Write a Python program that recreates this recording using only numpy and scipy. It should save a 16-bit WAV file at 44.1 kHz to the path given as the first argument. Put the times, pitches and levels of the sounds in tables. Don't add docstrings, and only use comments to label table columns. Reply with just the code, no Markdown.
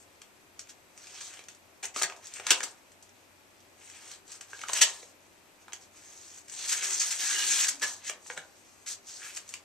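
import sys
import numpy as np
from scipy import signal
from scipy.fft import rfft, irfft, next_fast_len
from scipy.io import wavfile

SR = 44100
rng = np.random.default_rng(int(sys.argv[2]) if len(sys.argv) > 2 else 0)


def inscribe(sig):
    pcm = np.round(np.clip(np.atleast_2d(sig).T, -1, 1) * 32767)
    wavfile.write(sys.argv[1], SR, pcm.astype(np.int16))


def ratio_of_db(decibels):
    return 10 ** (np.asarray(decibels, float) / 20)


N = 425124

# pitch_hz, density_db (per Hz)
AIR = [(12, -51.5), (20, -14), (58, -15), (91, -4.5), (141, -12), (331, -4), (379, -5), (435, -9),
       (589, -6), (1500, -11.5), (2530, -11), (3070, -16), (14300, -23.5)]
AIR_DB = -62.5
# pitch_hz, likeness (-1 to 1)
AIR_LIKENESS = [(60, 0.54), (180, 0.33), (530, 0.52), (1600, -0.034), (4770, 0.19), (14200, -0.13)]
# pitch_hz, balance_db
AIR_BALANCE = [(60, 0.5), (180, 4.9), (530, 3.3), (1600, 2.8), (4770, 1.0), (14200, 1.0)]
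# pitch_hz, width_hz, level_db (rms), likeness (0-1), left_over_right_db
WHINES = [(394, 10, -79.5, 1, 8), (2440, 30, -83, 0.35, -7), (7700, 40, -78, 0.12, 1.5),
          (11900, 58, -81.5, .1, 3), (7800, 900, -90.5, .01, 4.5), (6400, 570, -86, 0.0103, -1.5)]
HUM_HZ, HUM_DB = 92, -80

# pitch_hz, t60_s, tail_db (over the direct sound), likeness (0-1)
ROOM = [(196, 0.053, 3.5, 1), (400, 0.48, -4.5, 0.91), (817, 0.42, -1.5, 0.9), (1730, 0.22, -8.5, 0.65),
        (3330, 0.19, -5, 0.19), (6150, 0.18, -7.5, 0.01), (12400, 0.08, 0.5, 0.011)]
# pitch_hz, sharpness (ratio)
PORTS = [(7806, 6.72), (6670, 7.16)]
# boom_db, body_db, crackle_db
PORT_LIFT_DB = (-1.83, -2.5, 4.5)
SHADE_HZ, SHADE_DB = 8800, -19
FAR_SHADE_HZ, FAR_SHADE_DB = 12260, -4
TOP_HZ = 14600

# pitch_hz, density_db (per Hz)
PAPER = [(60, -50), (100, -38), (280, -18), (600, -9.5), (950, -9), (1350, -7.5), (1650, -2), (2500, -5),
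         (4000, -6.5), (6000, -5), (7700, -9.5), (9000, -11), (10500, -13.5), (14000, -11.5)]
# pitch_hz, width_hz, level_db
SHEET_MODES = [(130, 13, 1), (387, 3.5, 7), (870, 22, -2), (1650, 95, -16.5), (2570, 230, -3.5)]
# low_hz, high_hz
BANDS_HZ = [(90, 1200), (1200, 3500), (3500, 16000)]

# start_s, peak_db, pitch_hz, t60_s
THUMPS = [
    (2.035, -51, 150, 0.11),
    (2.635, -51, 280, 0.084),
    (4.532, -27.5, 1615, 0.019),
    (4.79, -56.5, 140, .15),
    (8.301, -40.5, 510, 0.05),
    (8.377, -47.5, 171, 0.067),
    (8.098, -41, 617, 0.043),
]
# pitch_hz, width_hz, level_db, start_s, end_s
FLAP_MODES = [
    (388, 36, -63, 6.72, 6.95),
    (394, 35, -61.5, 7.3, 7.5),
    (280, 44, -69.5, 7.2, 7.95),
    (1450, 290, -55, 6.7, 6.79),
    (1656, 130, -46, 7.2, 7.6),
    (2520, 110, -39.5, 7.55, 7.66),
    (2900, 82, -39.5, 7.33, 7.45),
    (1700, 130, -33, 7.81, 7.87),
]

# start_s, peak_db, body_db (over the peak)
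TICKS = [(0.977, -34.5, -9), (2.022, -11, -24), (2.338, -25.5, -27), (7.966, -34, -15), (2.27, -28.5, -21),
         (2.918, -45, -8), (3.092, -45.5, -13), (3.026, -35.5, -25), (4.279, -40, -19),
         (4.492, -49.5, -17.5), (4.5469, -46, -29), (4.6846, -23, -4), (7.797, -31.5, -14),
         (7.2005, -39, -25), (9.349, -29, -25), (9.478, -40, -32), (9.4908, -28, -22)]
# start_s, peak_db, body_db (over the peak), panel_hz
CREASES = [(0.217, -37.5, -5.5, 2860), (0.5929, -26.5, -14.5, 1900), (0.672, -47, -2, 3140),
           (1.07, -37, -5.5, 2580), (1.2084, -33, -3.5, 1330), (1.439, -40, -11, 1770),
           (1.4847, -33, -6, 2000), (1.853, -21.5, -10.5, 2020), (2.243, -39, -19, 2540),
           (2.5057, -1.5, -6, 2560), (3.898, -35.5, -9, 1680), (4.1143, -31.5, -11, 2760),
           (4.3176, -31.5, -13, 2900), (4.4094, -29.5, -9, 1900), (4.532, -40, 6.5, 1530),
           (4.6142, -30, -3, 2040), (6.482, -37, -10, 1390), (6.497, -33, -11, 1410),
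           (8.375, -31, 5.5, 1410), (9.362, -28, -17, 2300), (9.539, -23, -6, 2570)]
# start_s, peak_db, body_db (over the peak), panel_hz
KNOCKS = [(1.372, -44, 2, 3100), (1.392, -36, -2, 2600), (1.548, -43, -14, 921), (1.9616, -24, 0, 1320),
          (2.032, -10, -12.5, 1740), (2.098, -32.5, 2.5, 2260), (2.1225, -40.5, 4, 770),
          (2.163, -39, -10, 690), (2.398, -32, 2.5, 1450), (2.4672, -13.5, -7, 982), (2.5135, -7, -9, 1990),
          (2.517, -8, -5, 2430), (2.605, -23, 1, 1750), (3.604, -45.5, -14, 920), (4.591, -35, -4, 2080),
          (4.6356, -35, 8, 1380), (4.7329, -11.5, -13, 1700), (5.029, -49, 6, 525), (5.681, -47, 9.5, 1240),
          (5.732, -25.5, -5.5, 2360), (5.722, -38.5, 1.5, 3100), (8.096, -20.5, -1, 2630),
          (8.262, -49.5, 8, 1460), (8.2856, -49, -12, 1850), (8.3, -35.5, 10.5, 1740)]
# start_s, peak_db, body_db (over the peak), panel_hz, length_s
RIPS = [(0.686, -38, -10.5, 3130, 0.028), (1.328, -36.5, -5, 2070, 0.02), (1.939, -34.5, -8, 1980, 0.029),
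        (2.509, -12.5, -4.5, 2560, 0.011), (2.026, -24, 1.5, 1710, 0.026), (4.7445, -16.5, -7, 2760, 0.054),
        (4.809, -1.5, -9.5, 2980, 0.027), (6.673, -20.5, -18, 1900, 0.038),
        (6.829, -21.5, -7.5, 2400, 0.023), (7.004, -25.5, -4, 2740, 0.018),
        (7.103, -18, -13.5, 1620, 0.031), (8.0438, -33, -10, 2470, 0.016), (8.86, -32, -7.5, 2100, 0.021),
        (8.867, -23, -17, 2660, 0.075), (6.718, -15, -11.5, 1450, 0.019), (7.666, -18, -13, 1730, 0.01),
        (7.68, -13.5, -11.5, 1730, 0.0158), (9.367, -25.5, -9.5, 2570, 0.012)]
# start_s, peak_db, body_db (over the peak), panel_hz, length_s
CRUMPLES = [
    (1.827, -26.5, -4.5, 2500, 0.024),
    (1.959, -24, -7, 1330, 0.053),
    (2.013, -23.5, 0.5, 1500, 0.011),
    (2.52, -25.5, -12, 2500, 0.027),
    (2.629, -21, -9, 1340, 0.015),
    (4.69, -28, 0, 1014, 0.01),
    (7.8156, -18.5, -5, 1700, 0.035),
    (8.0594, -31, -18, 1620, 0.036),
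    (8.364, -39, 3.5, 1400, 0.0176),
    (9.071, -39, -13.5, 805, 0.052),
]
# boom_db (over the peak), body_share (dB per dB of body)
BOOMS = [(-13, 3.7), (-11, 2), (-5.5, 1.41), (-14.5, 1.15), (-3, 2)]
BOOM_DB_PER_OCTAVE = 2.0
TICK_HZ = 2300
TICK_S, CREASE_S, KNOCK_S = .002, .0035, .0028
RING_DB, RING_FOLLOWS = 7.0, 1.2
RING_WIDTH = 0.17
FIRST_CRACK = 5.0
SWELL, STOP = .12, 5

# start_s, end_s, first_db, last_db (crackle), body_db (over crackle)
STROKES = [(8.474, 8.84, -65.5, -64.5, -7), (0.98, 1.19, -58.5, -49.5, -3), (1.27, 1.412, -53.5, -57, -2),
           (2.254, 2.323, -52, -57.5, -2), (2.362, 2.369, -45.5, -45, -1), (2.46, 2.504, -47.5, -33.5, 1),
           (2.542, 2.678, -47, -49, -5), (2.7, 2.79, -77, -70, -8), (3.815, 4.141, -57.5, -51, -3),
           (4.306, 4.356, -53.5, -51.5, -5), (4.496, 4.64, -56, -50.5, -7), (4.731, 4.902, -38, -42, -5.5),
           (4.93, 5.1, -47, -63, -8.5), (5.612, 5.615, -66.5, -61, -5), (5.827, 5.857, -56.5, -61.5, -8),
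           (5.968, 6.386, -56.5, -52.5, -8.5), (6.522, 6.657, -48, -37, -5.5),
           (7.875, 8.01, -36, -59.5, -10.5), (8.081, 8.113, -42, -48, 0), (8.267, 8.55, -48, -73, -23),
           (9.091, 9.194, -49.5, -46, -11), (9.231, 9.319, -43, -47.5, -4.5),
           (9.343, 9.42, -49, -54.5, -5.5), (9.477, 9.53, -54, -53, -6.5)]
RISE_DB_PER_S, FALL_DB_PER_S = 258.5, 327
# start_s, end_s, first_db (crackle), body_db (over crackle)
JERKS = [
    (0.0, 0.026, -61.5, -10),
    (1.205, 1.27, -44.5, -8.5),
    (6.691, 6.826, -31, -5.5),
    (6.825, 6.912, -33.5, -6),
    (6.904, 6.977, -34, -6.5),
    (6.996, 7.096, -31, -8.5),
    (7.102, 7.193, -36, -7.5),
    (7.812, 7.86, -43, -1),
]
JERK_SAG_DB_PER_S = 54
# time_s, pull_db (crackle)
TEAR = [
    (7.21, -32),
    (7.3, -29.5),
    (7.45, -29),
    (7.57, -28.5),
    (7.648, -26),
    (7.662, -40),
    (7.71, -40),
    (7.766, -51),
]
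TEAR_BODY_DB = -7.5
# boom_db, body_db, crackle_db
REST_DB = (-79.5, -73.5, -72.5)
BOOM_FOLLOWS = 0.67
LOOSE_DB, LOOSE_TOP_DB, LOOSE_DB_PER_S, LOOSE_BODY = -19.5, -49, 297, .4


def rms_one(x):
    return x / np.sqrt(np.mean(x ** 2) + 1e-20)


def at_hz(points, hz):
    points_hz, values = np.transpose(points)
    return np.interp(np.log(np.maximum(hz, 1)), np.log(points_hz), values)


def causal(db_at_hz, size=2048):
    cepstrum = irfft(db_at_hz(np.fft.rfftfreq(size, 1 / SR)) * np.log(10) / 20)
    cepstrum[1:size // 2] *= 2
    cepstrum[size // 2 + 1:] = 0
    return irfft(np.exp(rfft(cepstrum)))


def band(x, low_hz, high_hz, order=3):
    edges = [low_hz, min(high_hz, .45 * SR)]
    return signal.sosfilt(signal.butter(order, edges, "band", fs=SR, output="sos"), x)


def resonate(x, hz, width_hz):
    r = np.exp(-np.pi * width_hz / SR)
    zeros = [(1 - r * r) / 2, 0, (r * r - 1) / 2]
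    poles = [1, -2 * r * np.cos(2 * np.pi * hz / SR), r * r]
    return signal.lfilter(zeros, poles, x)


def drift(rate_hz):
    r = np.exp(-64 * np.pi * rate_hz / SR)
    slow = signal.lfilter([1], [1, -2 * r, r * r], rng.standard_normal(N // 32 + 2002))
    slow = slow[2000:]
    return np.interp(np.arange(N) / 32, np.arange(len(slow)), rms_one(slow))


def grains(size, per_s, spread_db):
    born = rng.random(size) < per_s / SR
    strength = ratio_of_db(spread_db * np.minimum(rng.exponential(1, size), 3))
    return born * strength * rng.choice([-1, 1], size)


def alike_pair(alike, size):
    mid, side = rng.standard_normal((2, size)) + 1j * rng.standard_normal((2, size))
    alike = np.clip(alike, -1, 1)
    return np.sqrt(1 + alike) * mid + np.sqrt(1 - alike) * side * [[1], [-1]]


def air():
    size = next_fast_len(N, True)
    hz = np.fft.rfftfreq(size, 1 / SR)
    ears = np.array([[.5], [-.5]])
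    shape = ratio_of_db(at_hz(AIR, hz) + at_hz(AIR_BALANCE, hz) * ears)
    shape = shape / np.sqrt(np.sum(shape ** 2) / 2)
    out = ratio_of_db(AIR_DB + 3.0) * alike_pair(at_hz(AIR_LIKENESS, hz), len(hz)) * shape
    for whine_hz, width_hz, db, alike, pan_db in WHINES:
        shape = 1 / (1 + (2 * (hz - whine_hz) / width_hz) ** 2)
        shape = shape / np.sqrt(np.sum(shape ** 2))
        out += ratio_of_db(db + pan_db * ears) * alike_pair(alike, len(hz)) * shape
    scale = size / np.sqrt(8)
    return irfft(out * scale, size)[:, :N]


def mains_hum():
    level = ratio_of_db(HUM_DB + 3.5 + .6 * drift(4))
    phase = 2 * np.pi * np.cumsum(HUM_HZ + 0.68 * drift(2)) / SR
    return level * np.sin(phase)


def tail():
    t, out = np.arange(SR // 2) / SR, 0
    for hz, t60, db, alike in ROOM:
        noises = rng.standard_normal((2, len(t)))
        mid, side = band(noises, hz / np.sqrt(2), hz * np.sqrt(2), order=2)
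        alike = np.clip(alike, -1, 1)
        pair = np.sqrt(1 + alike) * mid + np.sqrt(1 - alike) * side * [[1], [-1]]
        fade = ratio_of_db(-60 * t / t60) * np.minimum(t / 0.001, 1)
        out = out + ratio_of_db(db) * pair * fade / np.sqrt(np.sum(fade ** 2))
    return out


def room(x, ports, count=3):
    shares = ratio_of_db(18.0 * np.array([drift(12.4) for _ in range(count)]))
    shares = shares / np.sqrt(np.sum(shares ** 2, axis=0))
    size = next_fast_len(N + SR, True)
    direct = rfft(x, size)
    echoes = sum(rfft(x * share, size) * rfft(tail(), size) for share in shares)
    return irfft((direct + echoes) * rfft(ports, size), size)[:, :N]


def port(port_hz, sharpness, shade_db):
    def shelf(hz, edge_hz):
        return 1 / (1 + (edge_hz / np.maximum(hz, 1)) ** 6)

    def response_db(hz):
        ratio = hz / port_hz
        ring = -10 * np.log10((1 - ratio ** 2) ** 2 + (ratio / sharpness) ** 2)
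        far = FAR_SHADE_DB / SHADE_DB * shelf(hz, FAR_SHADE_HZ)
        return ring + shade_db * (shelf(hz, SHADE_HZ) + far)

    return causal(response_db)


def thumps():
    out, t = np.zeros(N), np.arange(4096) / SR
    for s, db, hz, t60 in THUMPS:
        swing = np.minimum(hz * t, 1) * np.sin(2 * np.pi * hz * t)
        out[round(s * SR):][:4096] += ratio_of_db(db - 60 * t / t60) * swing
    return out


def flap():
    t, clicks, out = np.arange(SR) / SR, grains(SR, 4000, 3.1), np.zeros(N)
    for hz, width, db, start, end in FLAP_MODES:
        fade = np.clip(np.minimum(t, end - start - t) / 0.03, 0, 1)
        level = ratio_of_db(db + 2.5 * drift(15)[:len(t)])
        ring = resonate(resonate(clicks, hz, width), hz, width)
        out[round(start * SR):][:len(t)] += fade * level * rms_one(ring)
    return out


def paper_colour(hz):
    bumps = sum(ratio_of_db(db) ** 2 / (1 + ((hz - centre) / width) ** 2) for centre, width, db in SHEET_MODES)
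    return at_hz(PAPER, hz) + 10 * np.log10(1 + bumps)


def buckles():
    ticks = [(*row, TICK_HZ, TICK_S) for row in TICKS]
    folds = [(*row, CREASE_S) for row in CREASES]
    knocks = [(*row, KNOCK_S) for row in KNOCKS]
    rows = []
    for kind, (kind_boom_db, share) in zip((ticks, folds, knocks, RIPS, CRUMPLES), BOOMS):
        for s, db, body_db, hz, length in kind:
            boom_db = kind_boom_db + share * body_db + BOOM_DB_PER_OCTAVE * np.log2(1800 / hz)
            rows.append((s, db, body_db, boom_db, hz, length))
    return rows


def creases():
    s, peak_db, body_db, boom_db, panel_hz, length = np.transpose(buckles())
    t, out = np.arange(4096) / SR, np.zeros(N + 4096)
    part_done = t / np.maximum(length, .001)[:, None]
    bursts = np.array([grains(4096, 9000, 4.9) for _ in s])
    bursts *= ratio_of_db(-9 * part_done ** STOP) * (1 - np.exp(-part_done / SWELL))
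    bursts[:, 0] = FIRST_CRACK * (length < .01)
    cracks = signal.fftconvolve(bursts, causal(paper_colour)[None], axes=1)[:, :4096]
    rings = [ratio_of_db(RING_DB + RING_FOLLOWS * db) * resonate(crack, hz, RING_WIDTH * hz)
             for crack, hz, db in zip(cracks, panel_hz, body_db)]
    cracks += np.array(rings)
    starts = np.round(s * SR).astype(int)
    levels_db = (peak_db + boom_db, peak_db + body_db, peak_db)
    for edges, db, lift_db in zip(BANDS_HZ, levels_db, PORT_LIFT_DB):
        gains = ratio_of_db(db - lift_db - 3.5)
        for at, part, gain in zip(starts, band(cracks, *edges), gains):
            out[at:at + 4096] += gain * part / np.abs(part).max()
    return out[:N]


def pull():
    t = np.arange(0, N + 64, 64) / SR

    def edges(start, end):
        return -RISE_DB_PER_S * np.maximum(start - t, 0) - FALL_DB_PER_S * np.maximum(t - end, 0)

    s, db = np.transpose(TEAR)
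    moves = [(np.interp(t, s, db) + edges(s[0], s[-1]), TEAR_BODY_DB)]
    for start, end, first_db, last_db, body_db in STROKES:
        stroke = np.interp(t, [start, end], [first_db, last_db]) + edges(start, end)
        moves.append((stroke, body_db))
    for start, end, first_db, body_db in JERKS:
        sag = first_db - JERK_SAG_DB_PER_S * (t - start) + edges(start, end)
        moves.append((np.where(t < start, -200, sag), body_db))
    for start, peak_db, body_db, *_ in buckles():
        loose = min(peak_db + LOOSE_DB, LOOSE_TOP_DB) - LOOSE_DB_PER_S * (t - start)
        moves.append((np.where(t < start, -200, loose), LOOSE_BODY * body_db))
    rest_boom, rest_body, rest_crackle = REST_DB
    crackle = np.maximum(np.max([db for db, _ in moves], axis=0), rest_crackle)
    body = np.maximum(np.max([db + body_db for db, body_db in moves], axis=0), rest_body)
    boom = rest_boom + BOOM_FOLLOWS * (body - rest_body)
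    return [np.interp(np.arange(N) / SR, t, level) for level in (boom, body, crackle)]


def fibres():
    clumps = ratio_of_db(1.8 * drift(50))
    clicks = grains(N, 12000 * clumps, 2.9)
    dealt = rng.integers(0, 20, N)
    patches = np.zeros(N)
    for k, hz in enumerate(np.geomspace(130, 13500, 20)):
        awake = ratio_of_db(2.9 * drift(3.8) + 2.2 * drift(13))
        patches += awake * resonate(clicks * (dealt == k) + 1e-18, hz, 0.25 * hz)
    cracks = grains(N, 1500 * clumps, 1.7)
    breaks = rms_one(patches) + ratio_of_db(-7.5) * rms_one(cracks)
    sheet = signal.fftconvolve(breaks, causal(paper_colour))[:N]
    out = np.zeros(N)
    for db, lift_db, edges in zip(pull(), PORT_LIFT_DB, BANDS_HZ):
        out += ratio_of_db(db - lift_db - 4.5) * rms_one(band(sheet, *edges))
    return out


def scene():
    left = ratio_of_db(0.73) * port(*PORTS[0], 0)
    right = port(*PORTS[1], SHADE_DB)
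    mailer = fibres() + flap() + creases() + thumps()
    return room(mailer, np.array([left, right])) + air() + mains_hum()


def low_pass(x):
    return signal.sosfilt(signal.butter(12, 14840, fs=SR, output="sos"), x)


def record(dry):
    late = np.array([np.roll(dry[0], 1), dry[1]])
    bent = .95 * np.tanh(late / .95) - late
    overload = band(bent, 150, 20000, order=2)
    top_cut = signal.cheby2(12, 35, TOP_HZ, fs=SR, output="sos")
    mix = signal.sosfilt(top_cut, late + overload)
    return low_pass(mix)


dry = scene()
out = record(dry)
inscribe(out)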